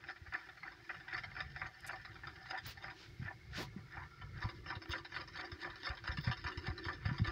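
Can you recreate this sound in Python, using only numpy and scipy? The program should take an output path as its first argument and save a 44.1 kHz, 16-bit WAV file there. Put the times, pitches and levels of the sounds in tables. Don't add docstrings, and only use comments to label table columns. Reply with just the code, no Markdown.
import sys
import numpy as np
from scipy import signal
from scipy.fft import rfft, irfft
from scipy.io import wavfile
from scipy.ndimage import uniform_filter1d

SR = 44100
rng = np.random.default_rng(int(sys.argv[2]) if len(sys.argv) > 2 else 0)


def inscribe(sig):
    pcm = np.round(np.clip(np.atleast_2d(sig).T, -1, 1) * 32767)
    wavfile.write(sys.argv[1], SR, pcm.astype(np.int16))


N = 322371
T = np.arange(N) / SR


def undb(db):
    return 10 ** (np.asarray(db) / 20)


def unit(x):
    return x / np.sqrt(np.mean(x ** 2))


def ring(x, hz, t60):
    r, w = np.exp(-np.log(1000) / (t60 * SR)), 2 * np.pi * hz / SR
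    return signal.lfilter([0, np.sin(w)], [1, -2 * r * np.cos(w), r * r], x)


def coloured(points):
    hz, db = np.transpose(points)
    f = np.maximum(np.fft.rfftfreq(N, 1 / SR), 1)
    gain = undb(np.interp(np.log(f), np.log(hz), db))
    return unit(irfft(rfft(rng.standard_normal(N)) * gain, N))


def walk(rate):
    k = int(SR / rate)
    steps = np.repeat(rng.standard_normal(N // k + 1), k)
    return unit(uniform_filter1d(uniform_filter1d(steps, k), k)[:N])


def swell(s, rise_ms, fall_ms):
    width_ms = np.where(T < s, rise_ms, fall_ms)
    return np.exp(-((T - s) / width_ms * 1000) ** 2 / 2)


def body(force, modes, t60):
    out = sum((-1) ** k * undb(db) * ring(force, hz, t60) for k, (hz, db) in enumerate(modes))
    edges = [modes[0][0] / 1.25, modes[-1][0] * 1.3]
    return signal.sosfilt(signal.butter(2, edges, "bandpass", fs=SR, output="sos"), out)


CONTACTS_PER_S = 1500


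def contacts(size, spread_db):
    falls = rng.random(size) < CONTACTS_PER_S / SR
    strength = undb(spread_db * np.minimum(rng.exponential(size=size), 5))
    return falls * rng.choice([-1., 1.], size) * strength + 1e-9


def lean(hz, lift_db):
    return lift_db * ((hz == DEEP[1][0]) - 0.94 * (hz == DEEP[0][0]))


DETUNE = .015


def knocks(modes, t60, at, level_db, chatter_ms, lift_db, scatter_db, first=0.38):
    ms = np.arange(3000) / SR * 1000
    out = np.zeros(N + len(ms))
    for s, db, fade, lift in zip(at, level_db, chatter_ms, lift_db):
        draws = rng.standard_normal((len(modes), 2))
        struck = [(hz * (1 + DETUNE * shift), gain_db + scatter_db * uneven + lean(hz, lift))
                  for (hz, gain_db), (uneven, shift) in zip(modes, draws)]
        fading = np.exp(-ms / fade - (ms / fade / 2) ** 2)
        onset = 1 - np.exp(-ms / 0.34)
        force = contacts(len(ms), spread_db=2.0) * fading * onset
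        force[0] = first * np.sqrt(np.sum(force ** 2))
        knock = body(force, struck, t60)
        start = int(s * SR)
        out[start:start + len(ms)] += undb(db) * knock / np.sqrt(np.sum(knock ** 2) / (0.0047 * SR))
    return out[:N]


# first_tick_s, heavy_blow_s, second_tick_s, rattle_rise_ms,
# first_tick_db, heavy_blow_db, second_tick_db, rattle_db
TURNS = [(0.039, 0.086, 0.099, 17, -46, -39, -42.5, -51.5),
         (0.267, 0.323, 0.39, 1.8, -47.5, -38.5, -52, -45.5),
         (0.572, 0.631, 0.73, 2, -50, -39.5, -62, -53.5), (0.845, 0.893, 0.944, 2.2, -56, -35.5, -46, -47),
         (1.081, 1.126, 1.177, 3.8, -40.5, -38, -38, -42.5),
         (1.313, 1.365, 1.403, 6.8, -47, -41, -34.5, -49.5),
         (1.561, 1.616, 1.663, 26, -39.5, -36.5, -47, -47.5),
         (1.844, 1.892, 1.957, 27, -44, -39.5, -49.5, -46),
         (2.154, 2.234, 2.27, 3.4, -49, -44.5, -43.5, -63),
         (2.455, 2.508, 2.576, 21.4, -47, -41.5, -42, -46.5),
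         (2.772, 2.839, 2.9, 33, -47.5, -41, -47.5, -53.5),
         (3.259, 3.278, 3.325, 39, -49, -43, -57.5, -50.5), (3.561, 3.593, 3.633, 50, -54, -50, -72, -52),
         (3.933, 3.97, 4.03, 42, -57, -44, -53, -51), (4.356, 4.423, 4.488, 43, -59, -40.5, -46.5, -51),
         (4.66, 4.702, 4.752, 22, -44.5, -39, -46.5, -49.5), (4.892, 4.934, 4.98, 29, -48, -36.5, -50, -48),
         (5.119, 5.163, 5.208, 29, -48, -38, -46.5, -46.5),
         (5.354, 5.394, 5.446, 29, -47.5, -41, -49.5, -48.5),
         (5.593, 5.644, 5.7, 25.5, -62.5, -40, -53, -47),
         (5.831, 5.868, 5.95, 29, -46.5, -36.5, -57.5, -46.5),
         (6.039, 6.076, 6.115, 15.6, -46.5, -38, -45, -46.5),
         (6.239, 6.275, 6.313, 27, -47, -39, -38.5, -45), (6.44, 6.464, 6.518, 10, -42, -38.5, -49, -46),
         (6.64, 6.669, 6.723, 20.5, -50, -42, -70, -47.5),
         (6.851, 6.883, 6.93, 24, -41.5, -36, -50.5, -47.5),
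         (7.053, 7.087, 7.127, 24, -39.5, -45, -55, -51.5), (7.244, 7.273, 7.3, 15, -40, -44, -58, -46.5)]
# start_s, level_db
THIRD_TICKS = [(0.16, -50.5), (0.488, -46), (0.999, -48.5), (1.235, -38), (2.048, -43.5), (2.356, -51),
               (2.658, -49.5), (3.777, -54), (4.214, -48.5), (4.818, -48), (5.048, -46), (5.276, -49.5),
               (5.516, -46), (5.756, -51), (5.971, -48.5), (6.171, -41), (6.37, -48.5), (6.574, -44),
               (6.778, -44), (7.18, -43)]
# start_s, level_db
BOUNCES = [(0.468, -55.5), (1.116, -48), (1.352, -50), (3.983, -63), (4.688, -50), (4.856, -51),
           (5.143, -49), (5.627, -48), (5.856, -49), (6.057, -49), (6.251, -54)]
HOOKS_AGAINST_WOOD_DB = [-7, -19, 0, -1.5, -8.5]
CHATTER_MS = [15.3, 11.7, 19.7, 18.5, 2.4]
RATTLE_LEAD = [0, -0.51, 0.54]
RATTLE_LAG, RATTLE_FALL = 0.12, 0.28


def turns():
    start, blow, second, rise_ms, first_db, blow_db, second_db, rattle_db = np.transpose(TURNS)
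    kinds = [(start, first_db), (blow, blow_db), (second, second_db),
             np.transpose(THIRD_TICKS), np.transpose(BOUNCES)]
    at, wood_db = np.concatenate(kinds, axis=1)
    rows = [len(kind[0]) for kind in kinds]
    hooks_db = wood_db + np.repeat(HOOKS_AGAINST_WOOD_DB, rows)
    way = second - start
    tops = blow + RATTLE_LAG * way
    rattles = [sum(undb(db) * swell(s - lead * rise / 1e3, rise, 1e3 * RATTLE_FALL * span)
                   for s, rise, span, db in zip(tops, rise_ms, way, rattle_db))
               for lead in RATTLE_LEAD]
    return at, wood_db, hooks_db, np.repeat(CHATTER_MS, rows), rattles


# pitch_hz, level_db
MIDDLE = [(1350, -2.5), (1600, -1.5), (1750, 1.5), (1860, 8.5), (2090, 0.5), (2350, -3.5)]
# pitch_hz, level_db
DEEP = [(530, -11.5), (760, -1.5), (975, -0.5), (1185, 0.5)]
# pitch_hz, level_db
HOOKS = [(2830, 18.1), (3150, 17), (3620, 19.5), (3930, 15.8), (4530, 16.8), (4760, 12), (4990, 17.5),
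         (5290, 16.6), (6300, 0.15)]
RING_S = [0.016, 0.058, 0.021]
SCATTER_DB = [3.5, 4.5, 6.]
RATTLE_SHARE_DB = [-1, 2.5, -8.5]
# time_s, rubbing_db, deep_share_db, hooks_share_db, bobbin_note_lift_db (for the second deep mode)
WHIRR = [(0, -64.5, -12, -11, 7.5), (1.2, -58.5, -11.5, -9, 6.5), (2.602, -64.5, -7, -4.5, 6.5),
         (3.2, -70, -8, -8.5, 7.5), (3.75, -70, -6, -18, 2), (4.3, -70.5, -3.5, -2.5, -1),
         (4.9, -65, -6, -0.5, -3), (7.31, -58, -5, -0.5, -3)]
# pitch_hz, level_db, t60_s
SHAFT_NOTE = (1767.6, -34.5, 0.026)


def wheel():
    out = 0
    uneven = undb(2.8 * walk(140))
    catching_db = 3.1 * np.tanh(walk(60))
    grit = contacts(N, spread_db=2.5)
    s, rubbing_db, deep_share_db, hooks_share_db, lift_db = np.transpose(WHIRR)
    at, wood_db, hooks_db, chatter_ms, rattles = turns()
    blows_db = [wood_db, wood_db, hooks_db]
    view_db = [0 * s, deep_share_db, hooks_share_db]
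    shake_db = [0 * s, 0.95 * deep_share_db, hooks_share_db]
    lift = np.interp(T, s, lift_db)
    for k, (modes, share_db) in enumerate([(MIDDLE, 0), (DEEP, -5), (HOOKS, -6.5)]):
        wander = [(hz, db + (SCATTER_DB[k] + 0.5) * np.tanh(1.73 * walk(45)) + lean(hz, lift))
                  for hz, db in modes]
        shake = rattles[k] * undb(RATTLE_SHARE_DB[k] + np.interp(T, s, shake_db[k]))
        rub_db = np.interp(T, s, rubbing_db + 0.62 * shake_db[k]) + share_db
        rub = undb(rub_db + catching_db + 3.1 * np.tanh(walk(25)))
        if modes is HOOKS:
            grit = contacts(N, spread_db=3.5)
            uneven = undb(4.84 * walk(70))
            wander = [(hz, db + 3.2 * (hz > 4200)) for hz, db in wander]
        push = shake * uneven + rub
        rms = np.std(body(grit, wander, RING_S[k]))
        level_db = blows_db[k] + np.interp(at, s, view_db[k])
        knock_lift_db = np.interp(at, s, lift_db)
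        struck = knocks(modes, RING_S[k], at, level_db, chatter_ms, knock_lift_db, SCATTER_DB[k])
        family = struck + body(grit * push, wander, RING_S[k]) / rms
        if modes is MIDDLE:
            note_hz, note_db, note_t60 = SHAFT_NOTE
            family = family + undb(note_db) * ring(family, note_hz, note_t60)
        out = out + family
    loudness = uniform_filter1d(np.abs(family), size=120)
    spray = loudness * unit(ring(rng.standard_normal(N), 10400.0, 0.0018))
    return out + undb(-32.0) * spray


# time_s, level_db
FRAME_HUM = [(0, -72.5), (1.2, -74), (2.9, -72), (3.9, -72.5), (4.6, -62.5), (5.5, -64.5), (7.31, -57.5)]
FRAME_HZ, FRAME_RING_S = 344.5, 0.044
FRAME_SHAKE_DB = -17


def frame():
    hum = ring(ring(rng.standard_normal(N), FRAME_HZ, FRAME_RING_S), FRAME_HZ, 0.019)
    steady = undb(np.interp(T, *np.transpose(FRAME_HUM)) + 6.3 * np.tanh(walk(9)))
    deep_rattle = turns()[-1][1]
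    return (steady + undb(FRAME_SHAKE_DB) * deep_rattle) * unit(hum)


# time_s, level_db
RUMBLE = [(0, -66.5), (1.2, -59.5), (2.9, -61), (3.4, -57), (4.4, -55), (5.2, -64.5), (6.2, -55),
          (7.31, -61)]
# frequency_hz, level_db (per Hz)
RUMBLE_COLOUR = [(20, -48), (40, 6), (80, 5.5), (140, 5.5), (240, -17.5), (450, -17), (2000, -80)]
# frequency_hz, level_db (per Hz)
HISS_COLOUR = [(300, -16.5), (5000, -14), (8000, -31), (13000, -35.5), (14800, -30)]
HISS_DB, HISS_WAVER_DB = -71, 1.


def garden():
    rumble_db = np.interp(T, *np.transpose(RUMBLE)) + 6.1 * np.tanh(walk(10)) + 2.4 * walk(30)
    rumble = undb(rumble_db) * coloured(RUMBLE_COLOUR)
    hiss = undb(HISS_DB + HISS_WAVER_DB * walk(6)) * coloured(HISS_COLOUR)
    return rumble + hiss


# start_s, level_db, pitch_hz
THUMPS = [(0.214, -41.5, 81), (0.277, -42, 69.5), (3.195, -34, 113), (3.219, -33.5, 131.5),
          (3.25, -36.5, 96), (3.761, -35, 193), (3.975, -40, 92), (4.441, -27, 62.6), (4.453, -28.5, 107),
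          (4.763, -35, 95), (4.893, -32, 74), (5.522, -36, 83), (5.897, -31, 65), (6.09, -29, 64),
          (6.182, -31.5, 151), (6.271, -23, 111), (6.295, -27, 111), (6.449, -32, 76.5),
          (6.572, -31.5, 81.5), (6.68, -30.5, 125), (6.697, -29, 72), (6.862, -33.5, 86.5),
          (7.056, -25, 94), (7.086, -29.5, 128), (7.112, -27, 140), (7.196, -28.5, 141),
          (7.213, -19.5, 108), (7.275, -28, 63.5)]


def thumps(t60=0.089, push_ms=2.33):
    out = np.zeros(N)
    push = np.hanning(int(push_ms * SR / 1000) + 3)
    for s, db, hz in THUMPS:
        start = int(s * SR)
        force = np.zeros(min(N - start, SR // 4))
        force[:len(push)] = push / push.sum()
        overtone = undb(-5.5) * ring(force, 1.83 * hz, 0.028)
        out[start:start + len(force)] += undb(db) * (ring(force, hz, t60) - overtone)
    return out


# top_s, level_db, width_ms (of the bell, each side), pitch_hz (its centre)
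SQUEAKS = [(4.2, -62.5, 260, 1400), (0.614, -66, 34, 4350), (4.1, -67, 1200, 2140)]


def squeaks():
    out = 0
    for s, db, ms, hz in SQUEAKS:
        flutter = unit(ring(rng.standard_normal(N), 40., 0.038))
        note = np.sin(2 * np.pi * np.cumsum(hz * (1 + 0.025 * walk(6))) / SR)
        out = out + undb(db) * swell(s, ms, ms) * flutter * note
    return out


# top_s, level_db, fall_ms
CLICKS = [(1.806, -64, 2.7), (1.866, -54, 2.2), (1.873, -53, 8.9), (2.666, -54, 2)]


def clicks():
    shape = sum(undb(db) * swell(s, 0.13, fall) for s, db, fall in CLICKS)
    band = signal.butter(2, [5000., 11500.], "bandpass", fs=SR, output="sos")
    return shape * unit(signal.sosfilt(band, rng.standard_normal(N)))


# top_s, level_db, rise_ms, fall_ms, dull_share_db, treble_share_db
SCUFFS = [(2.675, -49, 23.5, 36, -4, 2), (3.01, -57.5, 37, 48, -4, -26), (3.59, -45.5, 32.5, 38, 8.5, 3.5)]
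# frequency_hz, level_db (per Hz)
SCUFF_COLOUR = [(300, 0.5), (700, -8), (1800, -3.5), (5000, -4.5), (8500, -28.5), (13000, -27.5),
                (15000, -24)]


def scuffs():
    grit = coloured(SCUFF_COLOUR) * undb(1.2 * walk(200))
    dull = signal.sosfilt(signal.butter(3, 900., fs=SR, output="sos"), grit)
    middle = signal.sosfilt(signal.butter(3, [1100., 8000.], "bandpass", fs=SR, output="sos"), grit)
    treble = signal.sosfilt(signal.butter(4, 8500., "highpass", fs=SR, output="sos"), grit)
    out = 0
    for s, db, rise, fall, dull_db, treble_db in SCUFFS:
        out = out + undb(db) * swell(s, rise, fall) * middle
        out = out + undb(db + treble_db) * swell(s + 0.029, rise, 0.5 * fall) * treble
        out = out + undb(db + dull_db) * swell(s, 0.26 * rise, 0.77 * fall) * dull
    return out


# top_s, level_db
CRACKLE = [(2.667, -50), (4.89, -64), (6.21, -66)]


def crackle():
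    shape = sum(undb(db) * swell(s, 1.5, 19.0) for s, db in CRACKLE)
    return shape * unit(ring(ring(rng.standard_normal(N), 15200.0, 0.0011), 16300.0, 0.0011))


def scene():
    machine = wheel() + frame() + squeaks()
    around = garden() + thumps() + clicks() + scuffs() + crackle()
    return (machine + around)[None]


TOP_HZ = 15650


def record(dry):
    dry = signal.sosfilt(signal.butter(2, 45., "highpass", fs=SR, output="sos"), dry)
    return signal.sosfilt(signal.ellip(10, .2, 80, TOP_HZ, fs=SR, output="sos"), dry)


dry = scene()
out = record(dry)
inscribe(out)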